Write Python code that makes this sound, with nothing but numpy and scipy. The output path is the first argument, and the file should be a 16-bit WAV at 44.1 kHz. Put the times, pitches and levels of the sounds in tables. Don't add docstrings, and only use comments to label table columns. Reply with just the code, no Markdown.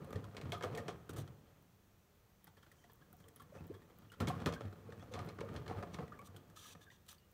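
import sys
import numpy as np
from scipy import signal
from scipy.fft import rfft, irfft
from scipy.io import wavfile
from scipy.ndimage import uniform_filter1d

SR = 44100
rng = np.random.default_rng(int(sys.argv[2]) if len(sys.argv) > 2 else 0)


def attenuation_scalar(level_db):
    decades = np.asarray(level_db, float) / 20
    return 10 ** decades


def waveform_to_disk(signal):
    frames = np.transpose(np.atleast_2d(signal))
    scaled = np.clip(frames, -1, 1) * 32767
    samples = np.round(scaled).astype(np.int16)
    wavfile.write(sys.argv[1], SR, samples)


N = 323253
CONTROL = 441


def drift_curves(count, smooth):
    points = rng.standard_normal((count, N // CONTROL + 2))
    points = uniform_filter1d(points, size=smooth, axis=1) * np.sqrt(smooth)
    return [np.interp(np.arange(N) / CONTROL, np.arange(len(p)), p) for p in points]


def tinted(x, points):
    hz = np.fft.rfftfreq(N, 1 / SR)
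    point_hz, point_db = np.transpose(points)
    gain = attenuation_scalar(np.interp(np.log(hz + 1), np.log(point_hz), point_db, left=-90, right=-90))
    return irfft(rfft(x) * gain / np.sqrt(np.mean(gain ** 2)), N)


def grit(per_s, spread_db, smooth):
    hit, size, fine = rng.random(N), rng.exponential(1, N), rng.standard_normal(N)
    impacts = (hit < per_s / SR) * attenuation_scalar(spread_db * np.minimum(size, 4)) * np.sign(fine)
    force = impacts / np.std(impacts) + smooth * fine
    return force / np.std(force)


def ring(force, modes, between_db, low_hz, high_hz, patchy_db):
    out, energy = 0, 0
    for (hz, width_hz, db), contact in zip(modes, drift_curves(len(modes), smooth=5)):
        r = np.exp(-np.pi * width_hz / SR)
        poles = [1, -2 * r * np.cos(2 * np.pi * hz / SR), r * r]
        zeros = attenuation_scalar(db) * (1 - r) * np.array([1, 0, -1])
        out = out + signal.lfilter(zeros, poles, force * attenuation_scalar(patchy_db * contact))
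        energy += attenuation_scalar(2 * db) * (1 - r) * 2
    band = signal.butter(2, [low_hz, high_hz], "band", fs=SR, output="sos")
    fill = signal.sosfilt(band, force) / np.sqrt(2 * (high_hz - low_hz) / SR)
    return out / np.sqrt(energy) + attenuation_scalar(between_db) * fill


def blows(times, db, t60, rise):
    power, t = np.zeros(N + SR), np.arange(SR // 5) / SR
    for s, level, life in zip(times, db, t60 * np.ones(len(times))):
        shape = attenuation_scalar(level - 60 * t / max(life, 0.005)) * (1 - np.exp(-t / rise))
        power[round(s * SR):][:len(t)] += shape ** 2
    return np.sqrt(power[:N])


# pitch_hz, level_db
HISS_COLOUR = [(25, -14.5), (100, -5.5), (200, -20.5), (300, -21.5), (800, -25), (2600, -32), (5000, -37),
               (6000, -33.5), (10400, -41), (12700, -34), (14100, -38.5), (16000, -34)]


def hiss():
    return attenuation_scalar(-71) * tinted(rng.standard_normal(N), HISS_COLOUR)


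# pitch_hz, level_db
HUM_TONES = [(118.4, -96), (193.8, -82)]


def hum():
    t = np.arange(N) / SR
    waver = 1 + 0.4 * np.sin(2 * np.pi * 1.7 * t)
    return sum(attenuation_scalar(db + 4.5) * waver * np.sin(2 * np.pi * hz * t) for hz, db in HUM_TONES)


def whine():
    level_db, centre_hz, width_hz, drift_hz = -87.5, 14700, 110, 120
    hz = centre_hz + drift_hz * drift_curves(1, smooth=9)[0]
    fuzz = signal.sosfilt(signal.butter(1, width_hz, fs=SR, output="sos"), rng.standard_normal(N))
    return attenuation_scalar(level_db) * np.sqrt(2) * fuzz / np.std(fuzz) * np.cos(2 * np.pi * np.cumsum(hz) / SR)


# centre_s, half_length_s, level_db
FUR_RUSTLES = [
    (2.8, .07, -81),
    (3.2, .03, -80),
    (3.56, 0.039, -78),
    (5.021, .03, -79),
]


def rustle():
    t = np.arange(N) / SR
    swell = sum(attenuation_scalar(db) * np.exp(-((t - s) / half) ** 2) for s, half, db in FUR_RUSTLES)
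    return tinted(swell * grit(3000, 3.0, 0.8), [(4300, -12), (5800, 3), (8500, -6), (13000, -17)])


def background():
    return hiss() + hum() + whine() + rustle()


def room(x):
    t = np.arange(SR // 3) / SR
    echoes = rng.choice([-1., 1.], len(t)) * (rng.random(len(t)) < 0.05) * (t > 0.004)
    low = signal.lfilter([0.2], [1, -0.8], echoes)
    tail = low * attenuation_scalar(-60 * t / 0.48) + (echoes - low) * attenuation_scalar(-60 * t / 0.096)
    return signal.fftconvolve(x, tail / np.linalg.norm(tail))[:N]


# start_s, level_db, pitch_hz
WIRE_TICKS = [(0.581, -48, 12300), (1.6257, -51, 14800), (2.4435, -39.5, 12820), (2.4481, -46, 14400),
              (2.9188, -48, 13800), (2.934, -44, 14100), (2.9577, -49, 15000), (3.1294, -41, 13700),
              (3.1354, -52, 15200), (3.1682, -48, 15200), (3.361, -39, 13500), (3.669, -45, 15450),
              (3.9873, -42.5, 14800), (7.1292, -41, 13900), (7.3163, -50, 14000), (3.425, -47, 13470),
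              (5.249, -47, 13500), (5.262, -49, 14500)]


def ticks():
    out, t = np.zeros(N + 400), np.arange(300) / SR
    for s, db, hz in WIRE_TICKS:
        click = np.cos(2 * np.pi * hz * t) * np.exp(-t / 0.00018)
        rattle = 0.13 * rng.standard_normal(len(t)) * np.exp(-t / 0.0024)
        out[round(s * SR):][:len(t)] += attenuation_scalar(db - 2) * (click + rattle)
    return signal.sosfilt(signal.butter(2, 8500, "high", fs=SR, output="sos"), out[:N])


# start_s, level_db, start_pitch_hz, end_pitch_hz, length_s
HUB_POP = (3.696, -43, 240, 520, .023)


def pop():
    s, db, low_hz, high_hz, length = HUB_POP
    out, u = np.zeros(N), np.linspace(0, 1, round(length * SR))
    tone = np.sin(2 * np.pi * np.cumsum(low_hz + (high_hz - low_hz) * u) / SR)
    out[round(s * SR):][:len(u)] = attenuation_scalar(db) * tone * signal.windows.tukey(len(u), 0.4)
    return out


# start_s, length_s, level_db, fade_db (over the slide), brightness_db
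FUR_SLIDES = [
    (1.17, 0.053, -62, -9, 2.5),
    (6.251, 0.024, -72.5, 4, 1),
    (6.565, 0.17, -62.5, -1, -2.5),
    (6.816, 0.027, -70.5, -0.5, -3),
    (7.09, 0.063, -61, -16.5, 1),
    (5.124, 0.0074, -66, -5, -12),
    (5.938, 0.0098, -63, -3, -15),
    (6.915, 0.05, -69.5, -8, -10),
    (1.102, 0.008, -61, -5, -3),
]
# pitch_hz, width_hz, level_db
RIM_MODES = [(1260, 310, 6.5), (1700, 84, 9.5), (2850, 480, -6), (3500, 390, 0.5), (5830, 190, 8.5),
             (6500, 592, -6)]
# pitch_hz, level_db (per Hz)
FIZZ_COLOUR = [(2940, -4), (5000, -14), (7710, -7.5), (8620, -4.5), (10700, -10.5), (15000, -8),
               (16000, -22)]


def slides():
    t, body, treble = np.arange(N) / SR, 0, 0
    on_s, off_s = 0.016, 0.01
    for s, length, db, fade_db, bright_db in FUR_SLIDES:
        edge = np.clip(np.minimum((t - s) / on_s + 1, (s + length - t) / off_s + 1), 0, 1) ** 2
        shape = edge * attenuation_scalar(db + fade_db * np.clip((t - s) / length, 0, 1))
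        body = body + shape
        treble = treble + shape * attenuation_scalar(bright_db)
    stick = uniform_filter1d(rng.standard_normal(N), size=500) * np.sqrt(500)
    rub = grit(4000, 3.5, 1.5)
    rim = ring(body * attenuation_scalar(1.1 * stick) * rub, RIM_MODES,
               between_db=-6, low_hz=1430, high_hz=5900, patchy_db=0)
    return rim + tinted(treble * attenuation_scalar(2.2 * stick) * rub, FIZZ_COLOUR)


def knocks(rows, rise):
    fuzz_db, wobble_share, flutter_cycles = 4.0, 0.025, 9
    out, t = np.zeros(N + SR), np.arange(SR // 4) / SR
    for (s, db, hz, t60), chance in zip(rows, rng.random((len(rows), 66))):
        life, place = max(t60, 0.01), t * max(hz / flutter_cycles, 124)
        fuzz, wobble = (np.interp(place, np.arange(len(c)), 2 * c - 1, period=len(c)) * np.sqrt(3)
                        for c in np.split(chance[2:], 2))
        turns = np.cumsum(hz * (1 + wobble_share * wobble)) / SR
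        partner = turns + (1 + 3.83 * chance[0]) / life * t + chance[1]
        pair = np.sin(2 * np.pi * turns) + 0.58 * np.sin(2 * np.pi * partner)
        decay = attenuation_scalar(db - 60 * t / life + fuzz_db * fuzz)
        out[round(s * SR):][:len(t)] += decay * (1 - np.exp(-t / rise)) * pair
    return out[:N]


# start_s, level_db, pitch_hz, t60_s
HOLLOW_KNOCKS = [(.243, -51.5, 1017, 0.07), (0.532, -51, 1220, 0.28), (0.742, -38, 460, 0.2),
                 (.80, -48.5, 510, 0.12), (2.785, -74, 3130, 0.3), (3.135, -62, 710, 0.13),
                 (3.523, -54.5, 560, 0.073), (3.585, -70, 2550, 0.14), (3.738, -56.5, 1690, 0.045),
                 (4.30, -39, 740, 0.08), (4.89, -49, 456, 0.11), (5.431, -39.5, 546, 0.07),
                 (5.711, -40, 730, 0.035), (5.986, -43.5, 1099, 0.054), (6.126, -54, 1400, 0.048),
                 (6.815, -75, 3600, 0.6), (6.81, -70, 1630, 0.25), (6.867, -66, 1620, 0.27),
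                 (7.1, -74, 2500, 0.15), (0.004, -48, 410, 0.099), (0.0056, -57.5, 1200, 0.14),
                 (.072, -47.5, 520, 0.07), (0.22, -48.5, 387, 0.044), (.35, -50, 430, 0.15),
                 (5.112, -50, 480, 0.15), (5.486, -54, 1230, 0.15), (4.524, -50, 410, 0.082),
                 (6.08, -60, 1950, 0.08), (3.775, -64, 1200, 0.05), (3.565, -52, 513, 0.08),
                 (3.56, -68, 1680, 0.066), (4.044, -70, 2900, 0.05), (3.74, -71.5, 3300, 0.16),
                 (6.135, -54.5, 1700, 0.046), (5.176, -42.5, 704, 0.05), (5.03, -55, 590, 0.1),
                 (5.75, -47.5, 820, 0.08), (4.1, -61, 2900, 0.064), (6.192, -51, 1100, 0.076),
                 (7.129, -51, 1200, 0.011), (.531, -47, 721, 0.18), (.091, -52, 451, 0.11),
                 (5.851, -51.5, 630, 0.12), (4.206, -29.5, 235, 0.13), (7.186, -74, 2880, 0.23),
                 (4.462, -31, 205, 0.06)]
# start_s, level_db, pitch_hz, t60_s
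TOE_TAPS = [(0.16, -39, 421, 0.06), (0.367, -57.0, 3080, 0.033), (0.521, -51, 2170, 0.04),
            (0.539, -43.5, 1247, 0.095), (0.621, -53, 1640.0, 0.09), (0.661, -45, 964, 0.056),
            (0.666, -39, 684, 0.054), (0.78, -48, 1846, 0.061), (0.892, -48, 1257, 0.048),
            (1.171, -54, 1244, 0.07), (2.468, -65, 1950, 0.04), (2.624, -63.5, 3180, 0.055),
            (2.897, -59, 1060.0, 0.045), (3.241, -63.5, 3194, 0.031), (3.259, -59.5, 444, 0.14),
            (3.4, -51.5, 1116, 0.051), (4.117, -60, 1400.0, 0.14), (4.135, -61, 1742, 0.03),
            (4.135, -63, 3120.0, 0.044), (4.206, -45, 1365, 0.07), (4.276, -50, 4210, 0.048),
            (4.3, -40, 1071, 0.052), (4.46, -41, 1720, 0.037), (4.56, -55, 1586, 0.13),
            (4.61, -46.0, 432, 0.061), (4.732, -57, 1200, 0.1), (4.996, -64, 3390, 0.14),
            (5.136, -52, 3500, 0.033), (5.162, -48, 1204, 0.13), (5.817, -47, 560.6, 0.2),
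            (5.941, -57, 3576, 0.037), (5.941, -60, 4220, 0.033), (6.12, -50, 1211, 0.0604),
            (6.19, -58, 2270, 0.06), (6.274, -52, 1130, 0.032), (6.505, -63, 1248, 0.047),
            (6.567, -55, 1267, 0.066), (6.655, -59, 1220, 0.06), (6.591, -62, 3340.0, 0.082),
            (6.697, -65.0, 3770, 0.03), (6.705, -62, 2530, 0.05), (6.751, -52.5, 1200, 0.034),
            (6.751, -59, 1700.0, 0.041), (6.904, -54, 1913, 0.044), (6.902, -67, 3540, 0.1),
            (7.088, -60, 4300, 0.069), (6.645, -66, 5850, 0.35), (6.94, -73, 3330, 0.15)]
# start_s, level_db, pitch_hz, t60_s
PAW_SCUFFS = [(.38, -54, 1045, 0.06), (2.475, -64, 845, 0.05), (2.92, -68, 3300, 0.03),
              (3.015, -65, 1077, 0.078), (3.02, -62.5, 1600, 0.063), (3.245, -63.5, 1160, 0.11),
              (5.998, -42.5, 480, 0.1), (6.005, -48, 719, 0.11), (6.025, -49, 1201, 0.06),
              (6.2, -58, 480, 0.12), (6.215, -52.5, 1166, 0.053)]


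def loose_wood():
    return knocks(HOLLOW_KNOCKS, 0.00045) + knocks(TOE_TAPS + PAW_SCUFFS, 0.0011)


# time_s, rumble_db
TURNING = [(0, -49), (.9, -50), (1.06, -56), (1.5, -61), (1.86, -69.5), (2.45, -68.5), (2.94, -64),
           (3.5, -60.5), (3.84, -59), (4.18, -62), (4.22, -41), (4.72, -53), (5.06, -51.5), (5.9, -48.5),
           (6.1, -54), (6.4, -58), (6.8, -63.5), (7.33, -68.5)]


def turning_db():
    return np.interp(np.arange(N) / SR, *np.transpose(TURNING))


# peak_s, drum_db, board_db, boom_pitch_hz
WEIGHT_LOADS = [(0.021, -47.5, -58.5, 115.5), (0.161, -36, -56, 109), (0.254, -43.5, -68, 114.2),
                (0.45, -39, -56, 141.9), (0.486, -43, -61.0, 129.0), (0.533, -43, -51, 106.1),
                (0.651, -42.5, -44.5, 118.8), (0.73, -38.5, -49, 120.6), (0.784, -43.5, -47, 102.2),
                (0.869, -50, -55.0, 138.0), (0.912, -56, -57, 146.5), (0.936, -50, -62, 131.0),
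                (1.119, -48.5, -64, 109.1), (1.146, -46.5, -66, 108.0), (1.192, -41, -55.5, 125),
                (1.226, -47.5, -68, 117.4), (1.308, -55.5, -76, 120.6), (3.565, -46.5, -56.5, 144.0),
                (3.609, -47.5, -82, 103.2), (3.638, -49.5, -81, 102.0), (3.715, -48.5, -63, 102.2),
                (4.06, -57, -73, 111.2), (4.168, -61, -78, 106.6), (4.223, -35, -65, 108.4),
                (4.296, -36, -42.5, 122.0), (4.365, -42.5, -50, 111.6), (4.434, -39.5, -66, 114.0),
                (4.484, -36, -63, 117.0), (4.648, -40.5, -61, 97.2), (4.877, -49.5, -66, 108.2),
                (4.924, -51, -66, 127.4), (4.976, -50.5, -76, 116.5), (5.077, -51, -76, 110.8),
                (5.15, -40, -48, 121.3), (5.203, -40, -48, 120), (5.244, -43, -55.5, 135.8),
                (5.285, -44.5, -54, 107.0), (5.445, -44.5, -53, 119.7), (5.507, -38, -63, 137.6),
                (5.555, -38.5, -50, 104.9), (5.615, -45, -70, 127.5), (5.679, -43.5, -59.0, 115.0),
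                (5.704, -42, -46, 103.9), (5.777, -38, -50, 109), (5.868, -50, -70, 127.1),
                (5.957, -46.5, -51, 131.7), (6.014, -46, -51.5, 138.0), (6.148, -60, -63, 120.8),
                (6.291, -51, -71, 106.1), (6.35, -53, -70, 100)]


def loads(column, fall_s):
    rise_share, roundness = 0.52, 1.7
    power, t = np.zeros(N), np.arange(N) / SR
    for row in WEIGHT_LOADS:
        s = row[0]
        near = slice(max(round((s - 0.5) * SR), 0), round((s + 0.5) * SR))
        away = np.maximum(t[near] - s, (s - t[near]) / rise_share) / fall_s
        power[near] += attenuation_scalar(2 * row[column] - 20 * away ** roundness)
    return np.sqrt(power)


def boom(load):
    level_db, flutter_db, wander_hz = -3, 2.5, 13
    pitch, flutter = drift_curves(2, smooth=3)
    bent = np.interp(np.arange(N) / SR, [row[0] for row in WEIGHT_LOADS], [row[3] for row in WEIGHT_LOADS])
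    phase = 2 * np.pi * np.cumsum(bent + wander_hz * pitch) / SR
    return load * attenuation_scalar(level_db + flutter_db * flutter) * np.sin(phase)


# start_s, claw_db, brightness_db, knock_db (last two relative to the claw)
FIRST_RUN_STEPS = [(0.044, -62, 12, 8), (.1042, -59.5, 8, 13), (.1268, -50, 0, 4), (.157, -47, -20, -12),
                   (.241, -51.5, -9, -7), (0.3462, -55.5, -12, 9), (.367, -41.5, -29, -1.5),
                   (0.413, -45.5, -28, -1.5), (.499, -59, 8, -12), (.52, -37, -16, -3.5),
                   (.6085, -52.5, -23, 12.5), (0.6248, -42, -21, -2), (0.635, -40.5, -11, 0.5),
                   (0.7493, -46, -6, 0), (.7743, -41, -10, -10), (0.781, -45, -14, 6.5),
                   (.8813, -38.5, -32, -1), (1.092, -50.5, 5, 7), (1.1334, -59.5, 12.5, 9),
                   (1.164, -56.5, -2, 14), (1.276, -53, -6, 2)]
LEAP_STEPS = [(4.202, -39.5, -9.5, 7), (4.2718, -38.5, -24, -3), (4.281, -40.5, -3, -6),
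              (4.4, -48.5, -18, 5.5), (4.417, -50.5, -20, 8), (4.4594, -35.5, -13, 4),
              (4.524, -44, -20, 1.5), (4.537, -43, -10, -2.5), (4.607, -49, -21, 4), (4.6539, -58, -13, 1),
              (4.6789, -57.5, -20, 2), (4.7265, -54, -11, 6), (4.903, -55, -33, -3), (4.923, -50.5, -31, 2),
              (4.996, -55, -20, -18), (5.025, -55.5, -18, 8)]
SECOND_RUN_STEPS = [(5.138, -39.5, -28, -4), (5.19, -45.5, -25, 2.5), (5.2623, -62, 4, -3),
                    (5.288, -45.5, -22, -14), (5.3858, -55, -19, 14.5), (5.406, -44.5, -39, 3.5),
                    (5.488, -57, -8, 13), (5.54, -57, 2, 7), (5.562, -46, -22, -4), (5.662, -55, -34, 9),
                    (5.679, -45, -29, -5), (5.706, -59, -23, 20), (5.7883, -69, 18, 0),
                    (5.8249, -49, -16, 10.5), (5.943, -44, -36, -1), (5.986, -63.5, -4, 28),
                    (6.0782, -57, -24, -4), (6.123, -58, -21, 5), (6.1888, -61.5, 11, 11),
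                    (6.215, -61, 4, 12.5), (6.3631, -50.5, -1, -7), (6.499, -61, 7, -1)]
# start_s, claw_db, brightness_db, knock_db, patch_pitch_hz
SETTLING_STEPS = [
    (6.7498, -57.5, -21, 4.5, 480),
    (6.9006, -56, -20, -11, 1898),
    (6.9189, -58, -5, 0.5, 1000),
    (7.064, -63.5, 12, -23, 4000),
    (7.0882, -56, -18, -30, 2930),
    (7.182, -65, 8, -23, 4600),
]
SHUFFLE_STEPS = [(2.4418, -62, -6, -8, 1770), (2.47, -54, -3, -3, 1400), (2.5688, -54.5, -12, -4.5, 1700),
                 (2.627, -55, -8, -10, 1400), (2.664, -58, -16, 0.5, 1407), (2.7155, -57.5, 0, -5.5, 1880),
                 (2.8386, -57, -3, -1, 1900), (2.897, -57.5, -17, -3.5, 1690), (3.011, -61, -27, 2, 1266),
                 (3.127, -61.5, -11, 2, 1430), (3.2015, -61.5, 7, 3, 1600), (3.24, -65, -54, 9, 1660),
                 (3.283, -61.5, 11, 4, 1860), (3.36, -53, -16, -8, 11000), (3.3972, -52.5, 0, -7, 1310),
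                 (3.418, -57, 2, 3.5, 1690)]
FIDGET_STEPS = [(3.548, -59.5, 0, 8.5, 1700), (3.639, -62, 3, -8, 1326), (3.6768, -63, 7, -4, 1880),
                (3.7398, -53.5, -6, -13, 1140), (3.818, -60.5, -14, 3.5, 1840), (3.8989, -62, -13, 8, 1930),
                (3.986, -61.5, -14, 2, 1260), (4.0186, -60, -22, 8, 1300), (4.049, -63, -15, 6, 1330),
                (4.118, -49, -5.5, -11, 1446), (4.137, -52, -17, -5, 1320)]
HARD_DB = -46.2


def footfalls():
    pitched = SETTLING_STEPS + SHUFFLE_STEPS + FIDGET_STEPS
    running = FIRST_RUN_STEPS + LEAP_STEPS + SECOND_RUN_STEPS
    s, claw, bright, knock = np.transpose(running + [row[:4] for row in pitched])
    spot_hz = np.where(claw > HARD_DB, 2220, np.resize([1320, 1410, 1700, 1880], len(s)))
    spot_hz[-len(pitched):] = [row[4] for row in pitched]
    return s, claw, bright, knock, spot_hz


def paw_force(per_s, spread_db, smooth):
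    return signal.sosfilt(signal.butter(1, 2530, fs=SR, output="sos"), grit(per_s, spread_db, smooth))


# pitch_hz, width_hz, level_db
DRUM_MODES = [(82, 18, 0), (113, 30, 1), (155, 30, -2), (225, 45, -10)]
BOARD_MODES = [(424, 57, 5), (470.3, 56, 7), (561, 39, 5.5), (701, 35, 2), (813, 64, -6), (977, 56, -3),
               (1083, 47, -1), (1195, 40, 3), (1330, 12, -13)]
TREAD_MODES = [(1690, 25, -6), (1880, 130, 13), (2120, 79, -5), (2520, 100, 9.5), (3236, 480, 10.5),
               (4080, 200, 4), (5700, 520, -9)]
# pitch_hz, width_hz, level_db
SLAT_MODES = [(1130, 150, 9), (1370, 150, 6), (1700, 140, 7.5), (1930, 100, 0), (3140, 330, 3.5),
              (3900, 400, -20)]


def wheel():
    s, claw, bright, knock, spot_hz = footfalls()
    slow = len(SHUFFLE_STEPS + FIDGET_STEPS)
    hard = claw > HARD_DB
    scatter = 0.061 * np.exp(0.0579 * (claw - HARD_DB))

    turn_db = turning_db()
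    above = turn_db + 60
    weight = loads(column=1, fall_s=0.036)
    rumble = np.hypot(attenuation_scalar(turn_db), weight)
    rattle = np.hypot(attenuation_scalar(-70 + 0.89 * above), loads(column=2, fall_s=0.05))
    rolling_grit = np.hypot(attenuation_scalar(-72 + 0.43 * above), attenuation_scalar(-12) * rattle)

    scratch = claw + 0.038 * (claw + 45)
    slat = blows(s[-slow:], scratch[-slow:] - 7, 0.087, 0.0033)
    scratch[-slow:] -= 8
    strike = np.zeros(N)
    strike[np.round(s * SR).astype(int) + 40] = attenuation_scalar(scratch + 8.5) * hard
    tip = blows(s, scratch - 7, 0.016, 0.00043)

    drum = np.hypot(blows(s, claw + knock - 1.5, 0.081, 0.0025), 0.41 * rumble)
    board = np.hypot(blows(s, claw + knock - 7, 1.27 * scatter, 0.002), 0.34 * rattle)
    tread = np.hypot(blows(s, scratch - 13, 1.32 * scatter, 0.0038) + tip, 0.18 * rolling_grit)
    fizz = np.hypot(blows(s, claw + bright - 6, 0.96 * scatter, 0.0021), 0.11 * rolling_grit)
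    spots = list(zip(s, 0.91 * claw - 11 - 3.4 * hard, spot_hz, np.full(len(s), 0.045)))

    out = ring(drum * paw_force(300, 3.0, 0.6), DRUM_MODES,
               between_db=-15, low_hz=70, high_hz=250, patchy_db=1.5)
    out += ring(1.82 * board * paw_force(500, 3.25, 0.78), BOARD_MODES,
                between_db=-15.5, low_hz=408, high_hz=1400, patchy_db=3.5)
    out += ring(slat * grit(2000, 2.0, 0.56), SLAT_MODES,
                between_db=-16, low_hz=900, high_hz=4300, patchy_db=2.5)
    out += ring(strike + tread * grit(2500, 3.0, 0.92), TREAD_MODES,
                between_db=-8, low_hz=1600, high_hz=6300, patchy_db=4)
    out += tinted(fizz * grit(1700, 3.7, 0.27), FIZZ_COLOUR)
    out += knocks(spots, 0.00045)
    return out + boom(np.hypot(0.3 * attenuation_scalar(turn_db), weight))


def scene():
    cage = ticks() + pop() + slides() + loose_wood() + wheel()
    low_cut = signal.butter(4, 72, "high", fs=SR, output="sos")
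    cage = signal.sosfilt(low_cut, cage + attenuation_scalar(-14.5) * room(cage))
    return (cage + background())[None]


def top_cut(x):
    return signal.sosfilt(signal.butter(12, 16480, fs=SR, output="sos"), x)


def record(dry):
    edge = signal.firwin(1023, 15780, fs=SR)
    mix = signal.oaconvolve(dry, edge[None], "same")
    return top_cut(mix)


dry = scene()
out = record(dry)
waveform_to_disk(out)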